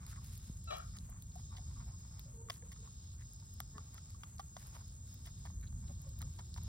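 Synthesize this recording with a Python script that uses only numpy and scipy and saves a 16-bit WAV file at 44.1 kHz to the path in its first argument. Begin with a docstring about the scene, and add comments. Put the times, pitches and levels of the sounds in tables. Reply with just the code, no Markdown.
"""Two turkeys peck at vegetable scraps and eggshells on straw, a step away from a hand-held phone.
Beaks knock and scrape, stalks snap, feet shuffle and bump. Both birds mutter as they feed; one gives
a short yelp that breaks down an octave, and later comes a soft cluck. Behind them crickets pulse
their wings, a small bird peeps, a fowl hoots far off and light wind rumbles on the microphone."""
import sys
import numpy as np
from scipy import signal
from scipy.fft import rfft, irfft, next_fast_len
from scipy.io import wavfile
from scipy.ndimage import uniform_filter1d

SR = 44100
rng = np.random.default_rng(int(sys.argv[2]) if len(sys.argv) > 2 else 0)


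def int16_out(signal):
    """Quantize to a 16-bit WAV file."""
    q = np.round(np.clip(np.atleast_2d(signal).T, -1, 1) * 32767)
    wavfile.write(sys.argv[1], SR, q.astype(np.int16))


N = 294567
TIME = np.arange(N) / SR
HIT = TIME[:4096]  # time axis of one short sound
LEAD_S = .01  # run-up before the instant of contact
TOP_HZ = 15900


def undb(db):
    """Decibels to gain."""
    return 10 ** (np.asarray(db) / 20)


def unit(x):
    """Scale to rms 1."""
    return x / np.sqrt(np.mean(x ** 2))


def noise():
    """Three unrelated white noises."""
    return rng.standard_normal((3, N))


def walk(per_s):
    """Smooth random drift with rms 1."""
    hold = int(SR / per_s)
    steps = np.repeat(rng.standard_normal(N // hold + 1), hold)[:N]
    return unit(uniform_filter1d(steps, hold))


def curve(rows, column=1):
    """One column of a table, joined by straight lines in time."""
    rows = np.array(rows)
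    return np.interp(TIME, rows[:, 0], rows[:, column])


def phase_of(hz):
    """Running phase of a moving pitch."""
    return 2 * np.pi * np.cumsum(hz) / SR


def swell(start_s, hold_s, rise_s, fall_s):
    """Envelope that reaches 1 at the start, holds and dies away."""
    before, after = np.maximum(start_s - TIME, 0), np.maximum(TIME - start_s - hold_s, 0)
    return np.exp(-before / rise_s - after / fall_s)


def phrases(rows, rise_s, fall_s):
    """Two envelopes from rows of (start [s], hold [s], level [dB], level [dB])."""
    gains = np.zeros((2, N))
    for start, hold, *db in rows:
        gains = np.maximum(gains, undb(db)[:, None] * swell(start, hold, rise_s, fall_s))
    return gains


def colour(x, points):
    """Minimum-phase EQ through (frequency [Hz], gain [dB]) points, rolling off below the first."""
    hz, db = np.transpose(points)
    n = next_fast_len(x.shape[-1] // 2 + 1, True) * 2
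    grid = np.maximum(np.fft.rfftfreq(n, 1 / SR), 1)
    gain_db = np.interp(np.log(grid), np.log(hz), db) - 20 * np.maximum(np.log2(hz[0] / grid), 0)
    cepstrum = irfft(np.log(undb(gain_db)))
    cepstrum[1:n // 2] *= 2
    cepstrum[n // 2 + 1:] = 0
    return irfft(rfft(x, n) * np.exp(rfft(cepstrum)))[..., :x.shape[-1]]


def resonate(x, hz, width_hz):
    """One resonance, gain 1 at its centre."""
    return signal.lfilter(*signal.iirpeak(min(hz, TOP_HZ), hz / min(width_hz, SR / 4), fs=SR), x)


def band(x, hz, width_hz):
    """The same resonance twice, for steeper skirts."""
    return resonate(resonate(x, hz, width_hz), hz, width_hz)


def spread(three, correlation):
    """Stereo from one shared and two separate signals; -1 or less puts the sides in antiphase."""
    c = np.clip(correlation, -1, 1)
    return np.sqrt(abs(c)) * three[0] * np.array([[1], [np.sign(c)]]) + np.sqrt(1 - abs(c)) * three[1:]


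def ports(x, phase_points):
    """A near sound reaches the two microphone ports with a phase gap that depends on frequency."""
    n = next_fast_len(N, True)
    turn = np.interp(np.fft.rfftfreq(n, 1 / SR), *np.transpose(phase_points))
    return irfft(rfft(x, n) * np.exp(.5j * np.array([turn, -turn])), n)[:, :N]


def yard(x, t60):
    """Diffuse reverb of the yard, different left and right."""
    t = TIME[:SR // 2]
    tail = rng.standard_normal((2, len(t))) * undb(-60 * t / t60) * (t > .012)
    return signal.fftconvolve(x[None], tail / np.sqrt(np.sum(tail ** 2) / 2))[:, :N]


def add(track, s, sound, db):
    """Mix a short sound in at time s, its loudest 2 ms at the given level."""
    start = max(int(s * SR), 0)
    loudest = np.sqrt(uniform_filter1d(sound ** 2, size=88).max())
    track[start:start + len(sound)] += (sound * undb(db) / loudest)[:N - start]


def grains(per_s, scatter_db):
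    """Three unrelated streams of clicks of uneven size."""
    return unit(noise() * (rng.random((3, N)) < per_s / SR) * undb(scatter_db * noise()))


def contact(length_s, tail_db, rise_s, tail_s, grit=0.97):
    """A burst of tiny fractures that builds as the tip presses in, then a faint settling."""
    fractures = rng.standard_normal(len(HIT)) * np.exp(grit * rng.standard_normal(len(HIT)))
    after, before = np.maximum(HIT - LEAD_S, 0), np.maximum(LEAD_S - HIT, 0)
    decay = np.exp(-(after / length_s) ** 2) + undb(tail_db) * np.exp(-after / tail_s)
    return fractures * np.exp(-before / rise_s) * decay


def squeaks(rows, sweep_per_s, waver, rasp, flutter_hz):
    """Short raspy notes that swell and fade on a gliding, unsteady pitch."""
    out = np.zeros(N)
    t = HIT - HIT[-1] / 2
    for s, half_s, hz, db in rows:
        wobble = unit(resonate(rng.standard_normal(len(t)), flutter_hz, flutter_hz))
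        shake = unit(resonate(rng.standard_normal(len(t)), flutter_hz, flutter_hz))
        tone = np.sin(phase_of(hz * (1 + sweep_per_s * t + waver * wobble)))
        add(out, s + t[0], tone * (1 + rasp * shake) * np.exp(-(t / half_s) ** 2), db)
    return out


# The breeze at the microphone: (time [s], level [dB])
BREEZE = [(0, -48.5), (1.5, -48.5), (2.9, -50.5), (4.8, -51.5), (5.4, -48.5), (6.68, -48)]
# Gusts riding on it: (peak time [s], half length [s], boost [dB])
GUSTS = [(1.022, 0.1, 2), (1.774, 0.12, 4), (5.76, 0.19, 5.5), (6.242, 0.062, 6), (6.644, 0.059, 5)]
# EQ of the buffeting: (frequency [Hz], gain [dB])
RUMBLE_EQ = [(13, -40.5), (22, -23.5), (49, 3), (87, 3.5), (169, -8.5), (227, -17.5), (260, -24.5),
             (420, -39), (550, -67.5), (920, -120)]
# EQ of the open-air hiss: (frequency [Hz], gain [dB])
AIR_EQ = [(130, 14.5), (220, 10), (400, 3.5), (700, -2.5), (1050, -1), (1600, -6.5), (2500, -22.5),
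          (4400, -9), (6000, -3.5), (9500, -33.5), (15500, -9.5)]
def wind(air_db=-69.5, deep_db=-2):
    """Low buffeting that both ports share, over the faint hiss of open air."""
    level_db = curve(BREEZE) + sum(db * np.exp(-((TIME - s) / half_s) ** 2) for s, half_s, db in GUSTS)
    rumble = unit(colour(spread(noise(), 0.993), RUMBLE_EQ))
    # stronger gusts shed bigger eddies, so the deepest part swells most
    deep = signal.sosfiltfilt(signal.butter(2, 55, fs=SR, output="sos"), rumble)
    rumble = rumble + deep * (undb(deep_db + level_db - level_db.mean()) - 1)
    air = unit(colour(spread(noise(), 0.025), AIR_EQ))
    return rumble * undb(level_db) + air * undb(air_db + .5 * walk(1.0))


def wings(hz, width_hz, correlation, stroke_hz, depth, waver_db=1.2):
    """Wing strokes of many insects pulse one resonance; their strength wavers."""
    strokes = 1 + depth * np.sin(phase_of(stroke_hz * (1 + 0.05 * walk(0.91))))
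    strokes *= undb(waver_db * walk(16))
    return unit(band(spread(noise(), correlation) * strokes, hz, width_hz))


# Cricket trills: (start [s], hold [s], high singer level [dB], low singer level [dB])
TRILLS = [(0.1, 0.42, -72, -71.5), (0.66, 0.29, -71, -72.5), (1.38, 0.48, -71.5, -71.5),
          (1.9, 0.35, -70.5, -74.5), (2.78, 0.34, -73, -70.5), (3.26, 0.46, -72.5, -74),
          (3.8, 0.34, -71.5, -71.5), (4.6, 0.32, -70.5, -73.5), (5.1, 0.39, -71, -71.5),
          (5.88, 0.78, -73.5, -73.5), (6.56, 0.14, -69, -68.5)]
# Hiss bands of the insect bed: (centre [Hz], width [Hz], level [dB], stereo correlation)
CHORUS = [(6625, 330, -66, -0.91), (7380, 510, -64, -.99), (8250, 260, -69.5, -0.955),
          (13400, 1800, -80, -1.3)]
def insects(low_trim_db=-2):
    """Two kinds of cricket trill in phrases, each a band with a sharp core, over a steady chorus."""
    high_gain, low_gain = phrases(TRILLS, rise_s=0.11, fall_s=0.052)
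    high = wings(5147, 810, correlation=0.37, stroke_hz=61, depth=0.13)
    high += undb(-4) * wings(5337, 57, correlation=0.068, stroke_hz=42, depth=0.13)
    low = wings(3940, 1700, correlation=0.047, stroke_hz=68, depth=0.26)
    low += undb(-5) * wings(3740, 140, correlation=0.0058, stroke_hz=50, depth=0.19)
    out = high * high_gain + low * low_gain * undb(low_trim_db)
    for hz, width, db, correlation in CHORUS:
        hiss = wings(hz, width, correlation, stroke_hz=76, depth=.15)
        out += undb(db) * unit(resonate(hiss, hz, 2 * width))
    return out


# Peeps of a small bird: (centre time [s], half length [s], pitch [Hz], level [dB])
CHIRPS = [(1.32, 0.0027, 4420, -62.5), (5.635, 0.0091, 3900, -67.5), (5.675, 0.0075, 3990, -62),
          (5.882, 0.004, 3980, -61)]
def chirps():
    """A distant bird gives tiny, rough peeps."""
    return squeaks(CHIRPS, sweep_per_s=1.64, waver=0.026, rasp=0.75, flutter_hz=300)


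# Hoots of the far fowl: (start [s], end [s], start pitch [Hz], end pitch [Hz], level [dB])
HOOTS = [(2.256, 2.315, 565, 578, -72.5), (2.322, 2.51, 464, 455.6, -68), (2.623, 2.647, 482, 490, -68),
         (2.78, 2.847, 455, 463, -73), (6.046, 6.092, 586, 534, -71), (6.34, 6.596, 369.6, 361, -79.5)]
def far_fowl(trim_db=4, waver=.024, octave_db=-12, rasp_db=-4):
    """Soft, slightly hoarse hoots carry across the farm, washed in yard reverb."""
    out = np.zeros(N)
    for start, end, start_hz, end_hz, db in HOOTS:
        phase = phase_of(np.interp(TIME, [start, end], [start_hz, end_hz]) * (1 + waver * walk(60)))
        tone = np.sqrt(2) * (np.sin(phase) + undb(octave_db) * np.sin(2 * phase))
        arch = np.sin(np.pi * np.clip((TIME - start) / (end - start), 0, 1))
        envelope = undb(db + trim_db + 2 * walk(70)) * np.sqrt(np.abs(arch))
        out += envelope * tone * (1 + undb(rasp_db) * walk(160))
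    return undb(-3) * out + undb(-5) * yard(out, t60=0.4)


# Feet shifting in the straw: (start [s], hold [s], crackle level [dB], crunch level [dB])
SHUFFLES = [(0.095, 0.036, -72.5, -78), (0.24, 0.26, -73, -74), (0.92, 0.19, -77, -80),
            (1.72, 0.56, -100, -78), (2.3, 0.075, -81.5, -92), (2.53, 0.04, -70, -75),
            (2.7, 0.19, -104, -80), (3.5, 0.087, -77.5, -98), (3.82, 0.24, -93, -76.5),
            (4.22, 0.2, -80, -78), (4.6, 0.083, -67, -74), (4.75, 0.046, -76, -70), (5.05, 0.25, -81, -105),
            (5.87, 0.23, -94, -76), (6.3, 0.065, -78, -82.5), (6.6, 0.1, -102, -77)]
# EQ of the soft crunch: (frequency [Hz], gain [dB])
CRUNCH_EQ = [(300, -12.5), (600, 5.5), (1100, 10.5), (1700, 0.5), (2500, 0), (5000, -19)]
def straw(crackle_trim_db=5, crunch_trim_db=1, flicker_db=3):
    """Feet bend stalks in small clumps: fine crackle on top, a sparser, duller crunch underneath."""
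    crackle_eq = [(1500, 5.4), (2500, 2.9), (4000, 7.1), (6000, 5.4), (10000, 9.4), (15500, 0.58)]
    crackle = unit(colour(spread(grains(per_s=1400, scatter_db=1), 0.42), crackle_eq))
    coarse = grains(per_s=500, scatter_db=3) + 1.26 * noise()
    crunch = unit(colour(spread(coarse, -0.19), CRUNCH_EQ))
    crackle_gain, crunch_gain = phrases(SHUFFLES, rise_s=0.039, fall_s=0.025)
    # a floor under each envelope: the straw never lies quite still beneath the birds
    crackle *= np.hypot(crackle_gain, undb(-81)) * undb(crackle_trim_db + flicker_db * walk(45))
    crunch *= np.hypot(crunch_gain, undb(-83.5)) * undb(crunch_trim_db + flicker_db * walk(25))
    return crackle + crunch


# Dull thuds on the ground: (time [s], level [dB], pitch [Hz])
BUMPS = [(0.498, -35.5, 148), (3.76, -39, 137), (5.626, -60, 102), (5.739, -43, 108), (6.238, -50, 110)]
def bumps(trim_db=-3, swell_s=0.002):
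    """The soft ground answers feet and beaks with a few low cycles."""
    out = np.zeros(N)
    for s, db, hz in BUMPS:
        add(out, s, np.sin(2 * np.pi * hz * HIT) * HIT * np.exp(-HIT / swell_s), db + trim_db)
    return out


# Stalks and shell breaking: (time [s], crack level [dB], tick level [dB], tick pitch [Hz])
SNAPS = [(0.0657, -53, -53, 9400), (0.2442, -57.5, -55, 12700), (0.271, -66, -59, 13100),
         (0.334, -62, -59, 12500), (0.377, -58, -51, 11000), (0.643, -71, -55, 10400),
         (.77, -52, -53.5, 10400), (.784, -60, -51.5, 11700), (0.9869, -49, -70, 7400),
         (1.0994, -74, -55.5, 11200), (1.2236, -55.5, -50.5, 11800), (1.3603, -74, -60, 9800),
         (2.1948, -49.5, -48, 12600), (2.542, -59, -59, 10500), (2.5575, -59, -68, 9000),
         (2.57, -59, -58.5, 11000), (3.3348, -63, -55, 9500), (3.4002, -56, -72, 7900),
         (3.54, -65, -56, 13000), (3.6035, -53, -41, 11800), (3.944, -60, -53.5, 8600),
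         (4.1047, -56.5, -61.5, 9400), (4.364, -70, -61, 10000), (4.383, -54, -72, 7500),
         (4.6706, -58, -53, 10500), (4.881, -79, -58, 8950), (5.1426, -57.5, -52.5, 13900),
         (5.2645, -61, -55, 10000), (5.612, -62, -59, 10500), (6.0188, -72, -55, 11400),
         (6.092, -59, -58, 10700), (6.19, -58, -52, 13000), (6.542, -47, -58, 8000),
         (6.635, -76, -53.5, 9800)]
def snaps(crack_trim_db=-1):
    """Dry stalks and bits of shell break at once: a bright tick, a crack and a few torn fibres."""
    out = np.zeros(N)
    for s, crack_db, tick_db, tick_hz in SNAPS:
        fibres = contact(.0008, tail_db=-30, rise_s=.0003, tail_s=.01)
        fracture = fibres / np.linalg.norm(fibres) + signal.unit_impulse(len(HIT), int(LEAD_S * SR))
        add(out, s - LEAD_S, band(fracture, tick_hz, width_hz=0.6 * tick_hz), tick_db)
        add(out, s - LEAD_S, band(fracture, hz=4800, width_hz=4000), crack_db + crack_trim_db)
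    return out


# Feeding murmurs: (centre time [s], half length [s], pitch [Hz], level [dB])
MURMURS = [(.133, 0.0097, 1380, -58.5), (.186, 0.011, 1110, -57.5), (1.526, 0.018, 1140, -60.5),
           (1.553, .012, 900, -68), (1.59, 0.01, 730, -58.5), (1.705, 0.0097, 1080, -71),
           (1.774, 0.013, 1140, -59), (1.798, 0.011, 1080, -63), (1.942, 0.019, 1050, -65),
           (2.145, 0.017, 1060, -75), (3.785, 0.011, 419, -61.5), (4.92, 0.0065, 512, -75),
           (5.05, 0.0075, 507, -75), (5.908, 0.01, 568, -59), (6.25, 0.016, 504, -64)]
def murmurs():
    """The turkeys mutter through closed beaks as they feed."""
    return squeaks(MURMURS, sweep_per_s=-0.99, waver=0.069, rasp=.45, flutter_hz=108)


# EQ of the nearly closed throat: (frequency [Hz], gain [dB])
CLUCK_EQ = [(200, 2), (420, 3.5), (620, -7), (860, -3), (1100, 7), (1450, -12), (1800, 10), (2300, -21),
            (5000, -50)]
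def cluck(pitch_hz=217, jitter=0.0224, level_db=-62):
    """One soft cluck just before a peck: a few slow pulses through a nearly closed throat."""
    pulses = (1 + np.cos(phase_of(pitch_hz * (1 + jitter * walk(150))))) ** 90
    voice = unit(colour(unit(pulses - pulses.mean()), CLUCK_EQ))
    return voice * undb(level_db) * swell(3.754, hold_s=.021, rise_s=0.0075, fall_s=0.0048)


# Formants of the yelping throat: (centre [Hz], width [Hz], gain [dB])
FORMANTS = [(705, 170, 14), (1160, 160, 12), (1810, 34, 3), (2320, 85, 9), (2850, 170, 5.5), (3300, 60, 8),
            (3900, 89, 8), (4950, 480, -2), (5650, 490, 3)]
def hoarse_voice(flap_phase, rasp=4.9):
    """Uneven flapping chops the air stream and rings the throat."""
    pulses = (1 + np.cos(flap_phase)) ** 8
    source = unit(pulses - pulses.mean()) + rasp * unit(pulses * rng.standard_normal(N))
    throat = sum(undb(db) * resonate(source, hz, width) for hz, width, db in FORMANTS)
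    voice_eq = [(400, -7), (620, 3), (1100, 2), (4200, 1), (6000, -10), (7000, -12), (15000, -5)]
    return unit(colour(throat, voice_eq))


# Pitch line of the yelp: (time [s], whistle pitch [Hz], hoarse pitch [Hz])
YELP_PITCH = [(.675, 1340, 660), (.695, 1325, 650), (.709, 1290, 585), (.722, 1260, 615), (.74, 1215, 690),
              (.76, 1320, 700), (.82, 1300, 650)]
# Overtones of the whistle: (harmonic number, gain [dB])
OVERTONES = [(2, -11), (3, -6.5)]
def yelp(break_s=.7085, whistle_db=-52, hoarse_db=-41, undertone_db=-47, leak_db=-8, jitter=0.048):
    """A whistle turns rough and breaks into a hoarse voice about an octave below."""
    # the effort peaks just before the break
    push_db = 11 * np.exp(-((TIME - break_s + 0.00062) / 0.004) ** 2)
    whistle_gain = undb(whistle_db + push_db) * swell(0.6765, hold_s=0.044, rise_s=0.0022, fall_s=0.013)
    hoarse_gain = undb(hoarse_db) * swell(break_s, hold_s=0.032, rise_s=0.0014, fall_s=0.033)
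    flutter = unit(resonate(rng.standard_normal(N), hz=96, width_hz=180))
    # the whistle loses its overtones and starts to shake as the voice breaks
    clean = whistle_gain / (whistle_gain + hoarse_gain + 1e-18)
    phase = phase_of(curve(YELP_PITCH) * (1 + (.014 + .025 * (1 - clean)) * flutter))
    shake = 1 + .5 * (1 - clean) * walk(220)
    overtones = sum(undb(db) * np.sin(k * phase) for k, db in OVERTONES)
    whistle = whistle_gain * (np.sin(phase) + clean * overtones)
    # after the break a low note joins in and rises
    flap_phase = phase_of(curve(YELP_PITCH, column=2) * (1 + jitter * flutter))
    undertone_gain = undb(undertone_db) * swell(.712, hold_s=.031, rise_s=.003, fall_s=0.013)
    tones = np.sqrt(2) * shake * (whistle + undertone_gain * np.sin(flap_phase))
    # air rasps through the throat even while the whistle holds
    hoarse = hoarse_voice(flap_phase) * (hoarse_gain + undb(leak_db) * whistle_gain)
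    return (TIME < YELP_PITCH[-1][0]) * (tones + hoarse) + 1e-18


# Slapback off the pen walls: (delay [s], gain [dB])
WALL_ECHOES = [(0.074, -3), (0.096, -10), (.168, -21)]
def yelp_in_pen(lean=0.4305, reverb_db=-17):
    """The walls throw the yelp back dulled, and the yard adds a short tail."""
    voice = yelp()
    dull = resonate(voice, 1415, 250) + undb(-20) * resonate(voice, 500, 650)
    echoed = voice + sum(undb(db) * np.roll(dull, int(s * SR)) for s, db in WALL_ECHOES)
    # the whistle band is louder at the left port
    panned = echoed + np.array([[lean], [-lean]]) * resonate(echoed, 1070, 1260)
    left_lead = [(0, -2.9), (700, 3.1), (1300, 5.0), (2000, -1.3), (4000, -1.8), (5000, -2.0)]
    return ports(panned, left_lead) + undb(reverb_db) * yard(voice, t60=0.29)


# Beak drags through food and straw: (centre time [s], level [dB], half length [s], centre [Hz])
SCRAPES = [(.02, -62.5, 0.1, 1140), (0.133, -60.5, 0.051, 1340), (0.962, -65, 0.023, 1260),
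           (1.143, -65, 0.052, 1150), (1.389, -62.5, 0.02, 915), (1.552, -61.5, 0.023, 990),
           (1.618, -68.5, 0.046, 935), (1.7, -66.5, 0.043, 1030), (1.816, -62.5, 0.019, 1050),
           (1.893, -64, 0.032, 805), (1.936, -77, 0.014, 1050), (2.046, -65, 0.031, 1000),
           (2.155, -65, 0.13, 1020), (2.568, -68, 0.018, 1110), (3.214, -65, 0.023, 1840),
           (3.425, -68, 0.0064, 925), (3.803, -66, 0.018, 970), (3.877, -73, 0.018, 960),
           (3.954, -64, 0.029, 1120), (4.618, -69, 0.016, 1770), (4.767, -55, 0.02, 960),
           (4.805, -65.5, 0.031, 970), (5.281, -64, 0.016, 1320), (5.465, -58, 0.016, 1030),
           (5.645, -63.5, 0.016, 1650), (5.837, -66.5, 0.019, 1030), (5.906, -63.5, 0.016, 736),
           (6.086, -84, 0.016, 635), (6.21, -57, 0.0043, 1300), (6.275, -68, 0.024, 920),
           (6.4, -57, 0.015, 980), (6.583, -56.5, 0.0057, 1020), (6.67, -67.5, 0.022, 990)]
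def scrapes(trim_db=3, slips_per_s=900, scatter_db=6, cavity_db=3, fibre_db=-14):
    """The tip catches and slips: wet food and the open beak answer low, tearing fibres higher."""
    out = np.zeros(N)
    middle_s = HIT[-1] / 2
    for s, db, half_s, hz in SCRAPES:
        slipping = rng.random(len(HIT)) < slips_per_s / SR
        size, sign = rng.standard_normal((2, len(HIT)))
        envelope = np.exp(-((HIT - middle_s) / half_s) ** 2)
        slips = slipping * np.sign(sign) * undb(scatter_db * size) * envelope
        food = band(slips, hz, width_hz=1.4 * hz)
        cavity = undb(cavity_db) * resonate(food, hz, width_hz=260)
        fibres = undb(fibre_db) * band(slips, hz=2240, width_hz=2200)
        add(out, s - middle_s, food + cavity + fibres, db + trim_db)
    return out


# Beak blows: (time [s], knock level [dB], knock pitch [Hz], hollow level [dB], hollow pitch [Hz],
# crack level [dB], splinter level [dB], contact length [s], ring stretch [x])
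PECKS = [(0.165, -62.5, 1980, -66, 1210, -74, -64, 0.0039, .4),
         (0.9674, -58.5, 1250, -75, 850, -57.5, -55, 0.0083, .7),
         (1.092, -79, 880, -58, 544, -68, -75, 0.0029, .6),
         (1.357, -90, 1090, -51.5, 727, -83, -60, 0.0072, 1.5),
         (1.568, -77, 1330, -76, 800, -51, -60, 0.0078, .6),
         (1.582, -65, 960, -59, 720, -55, -62, 0.0036, .5),
         (2.4863, -52, 1150, -75, 800, -64, -66, .001, .7),
         (2.499, -39.5, 1077, -44, 664, -38, -43, 0.0027, .7),
         (2.5043, -57, 1110, -50, 614, -36, -51, 0.00092, .45),
         (2.624, -63, 1700, -69, 1000, -67, -78, .0015, .45),
         (2.7196, -61.5, 1120, -75, 780, -54, -55.5, 0.011, 1),
         (2.762, -62, 1280, -68, 1020, -64, -81, 0.0031, .8),
         (2.8747, -56, 1130, -84, 900, -77, -81, 0.0067, 1),
         (3.6027, -43, 1150, -49, 815, -40.5, -41.5, 0.0025, .45),
         (3.781, -43, 1170, -80, 855, -52.5, -57, 0.0023, .9),
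         (3.9796, -55, 1320, -67, 900, -52.5, -63, 0.0036, .8),
         (4.147, -58.5, 1140, -88, 820, -80, -73, 0.0023, .8),
         (4.2346, -47, 1206, -93, 910, -49, -57, 0.0056, .6),
         (4.3955, -41, 1162, -44.5, 816, -50, -56, 0.0098, 1.1),
         (4.5663, -47.5, 970, -47, 716, -49.5, -59, 0.0041, .25),
         (4.5747, -54, 1110, -73, 800, -68, -75, .0015, .4),
         (5.2554, -70, 1800, -73, 900, -57, -68, 0.0025, .4),
         (5.2603, -64, 1900, -67, 900, -58, -54, 0.0023, .3),
         (5.27, -63, 1050, -61, 690, -55, -56, 0.0068, .5),
         (4.7496, -53, 1100, -58, 690, -57.5, -64, 0.0063, .8),
         (5.453, -51.5, 954, -54.5, 790, -60, -62, 0.004, .8),
         (5.459, -59.5, 1790, -58, 805, -60, -58, 0.0067, .8),
         (5.502, -56, 1030, -73, 670, -75, -71, 0.0024, 1),
         (5.727, -62, 1320, -75, 800, -68, -84, .002, .4),
         (6.2177, -52, 970, -66, 560, -54, -42.5, 0.0017, .35),
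         (6.2256, -51, 1240, -67, 830, -52, -70, 0.0011, .4),
         (6.3895, -55, 920, -61, 684, -54, -62, 0.011, .8),
         (6.563, -50.5, 910, -73, 770, -64, -66, 0.0019, .6),
         (6.574, -54.5, 980, -64, 780, -54, -60, 0.0083, 1)]
# Modes of beak and food: (multiple of the knock pitch [x], gain [dB], t60 before stretch [s])
KNOCK_MODES = [(1, 22, 0.041), (1.17, -1, 0.16), (1.6, -7, 0.019)]
# EQ of the midrange crack: (frequency [Hz], gain [dB])
CRACK_EQ = [(1200, -11.5), (1950, 5), (2500, -3), (3100, 7.5), (4200, -0.5), (6000, 4), (8000, -16),
            (11000, -26)]
# EQ of the bright splinters: (frequency [Hz], gain [dB])
SPLINTER_EQ = [(3000, 6.5), (6500, 6), (9000, 8), (11500, 2.5), (13500, -8.5), (16000, 6)]
def pecks(knock_trim_db=-1.5, hollow_trim_db=-1.7, crack_trim_db=-1, crumble=0.38, hollow_t60=0.032):
    """Each blow rings beak and food, and cracks what lies under the tip."""
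    out = np.zeros(N)
    for s, knock_db, knock_hz, hollow_db, hollow_hz, crack_db, splinter_db, contact_s, stretch in PECKS:
        knock = sum(np.sin(2 * np.pi * knock_hz * ratio * HIT) * undb(db - 60 * HIT / (t60 * stretch))
                    for ratio, db, t60 in KNOCK_MODES)
        hollow = np.sin(2 * np.pi * hollow_hz * HIT) * undb(-60 * HIT / (hollow_t60 * stretch))
        # one firm push, with the food crumbling around it
        crumbs = contact(contact_s, tail_db=-27, rise_s=.0007, tail_s=.02)
        push = signal.unit_impulse(len(HIT), int(LEAD_S * SR)) / 2
        push += crumble * crumbs / np.linalg.norm(crumbs)
        # so small a body radiates little bass
        push = colour(push, [(350, -25), (700, -1.5), (3000, -6.5), (8000, 2)])
        start = s - LEAD_S
        add(out, start, signal.fftconvolve(push, knock)[:len(HIT)], knock_db + knock_trim_db)
        add(out, start, signal.fftconvolve(push, hollow)[:len(HIT)], hollow_db + hollow_trim_db)
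        fracture = contact(contact_s, tail_db=-28, rise_s=contact_s / 5, tail_s=.02)
        add(out, start, colour(fracture, CRACK_EQ), crack_db + crack_trim_db)
        add(out, start, colour(fracture, SPLINTER_EQ), splinter_db)
    return out


# Stereo image of the feeding spot: (frequency [Hz], phase lead of the left port [rad])
FEEDING_PHASE = [(0, 1), (1000, 1.63), (1500, 1.5), (2100, -0.14), (2700, 3.5), (3500, 1.5), (5000, 1.31),
                 (6000, 0.5), (7000, -6), (8000, -10), (9700, 8), (10800, 6.5), (13400, 7.5),
                 (14500, -13.5), (16000, 20)]
def scene():
    """The feeding birds in front, the farm around them."""
    feeding = ports(pecks() + scrapes() + snaps() + murmurs(), FEEDING_PHASE)
    turkeys = feeding + bumps() + straw() + yelp_in_pen() + cluck()
    return turkeys + far_fowl() + chirps() + insects() + wind()


def record(dry):
    """The phone cuts the top with a steep low-pass."""
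    return signal.sosfilt(signal.ellip(10, .2, 80, TOP_HZ, fs=SR, output="sos"), dry)


dry = scene()
out = record(dry)
int16_out(out)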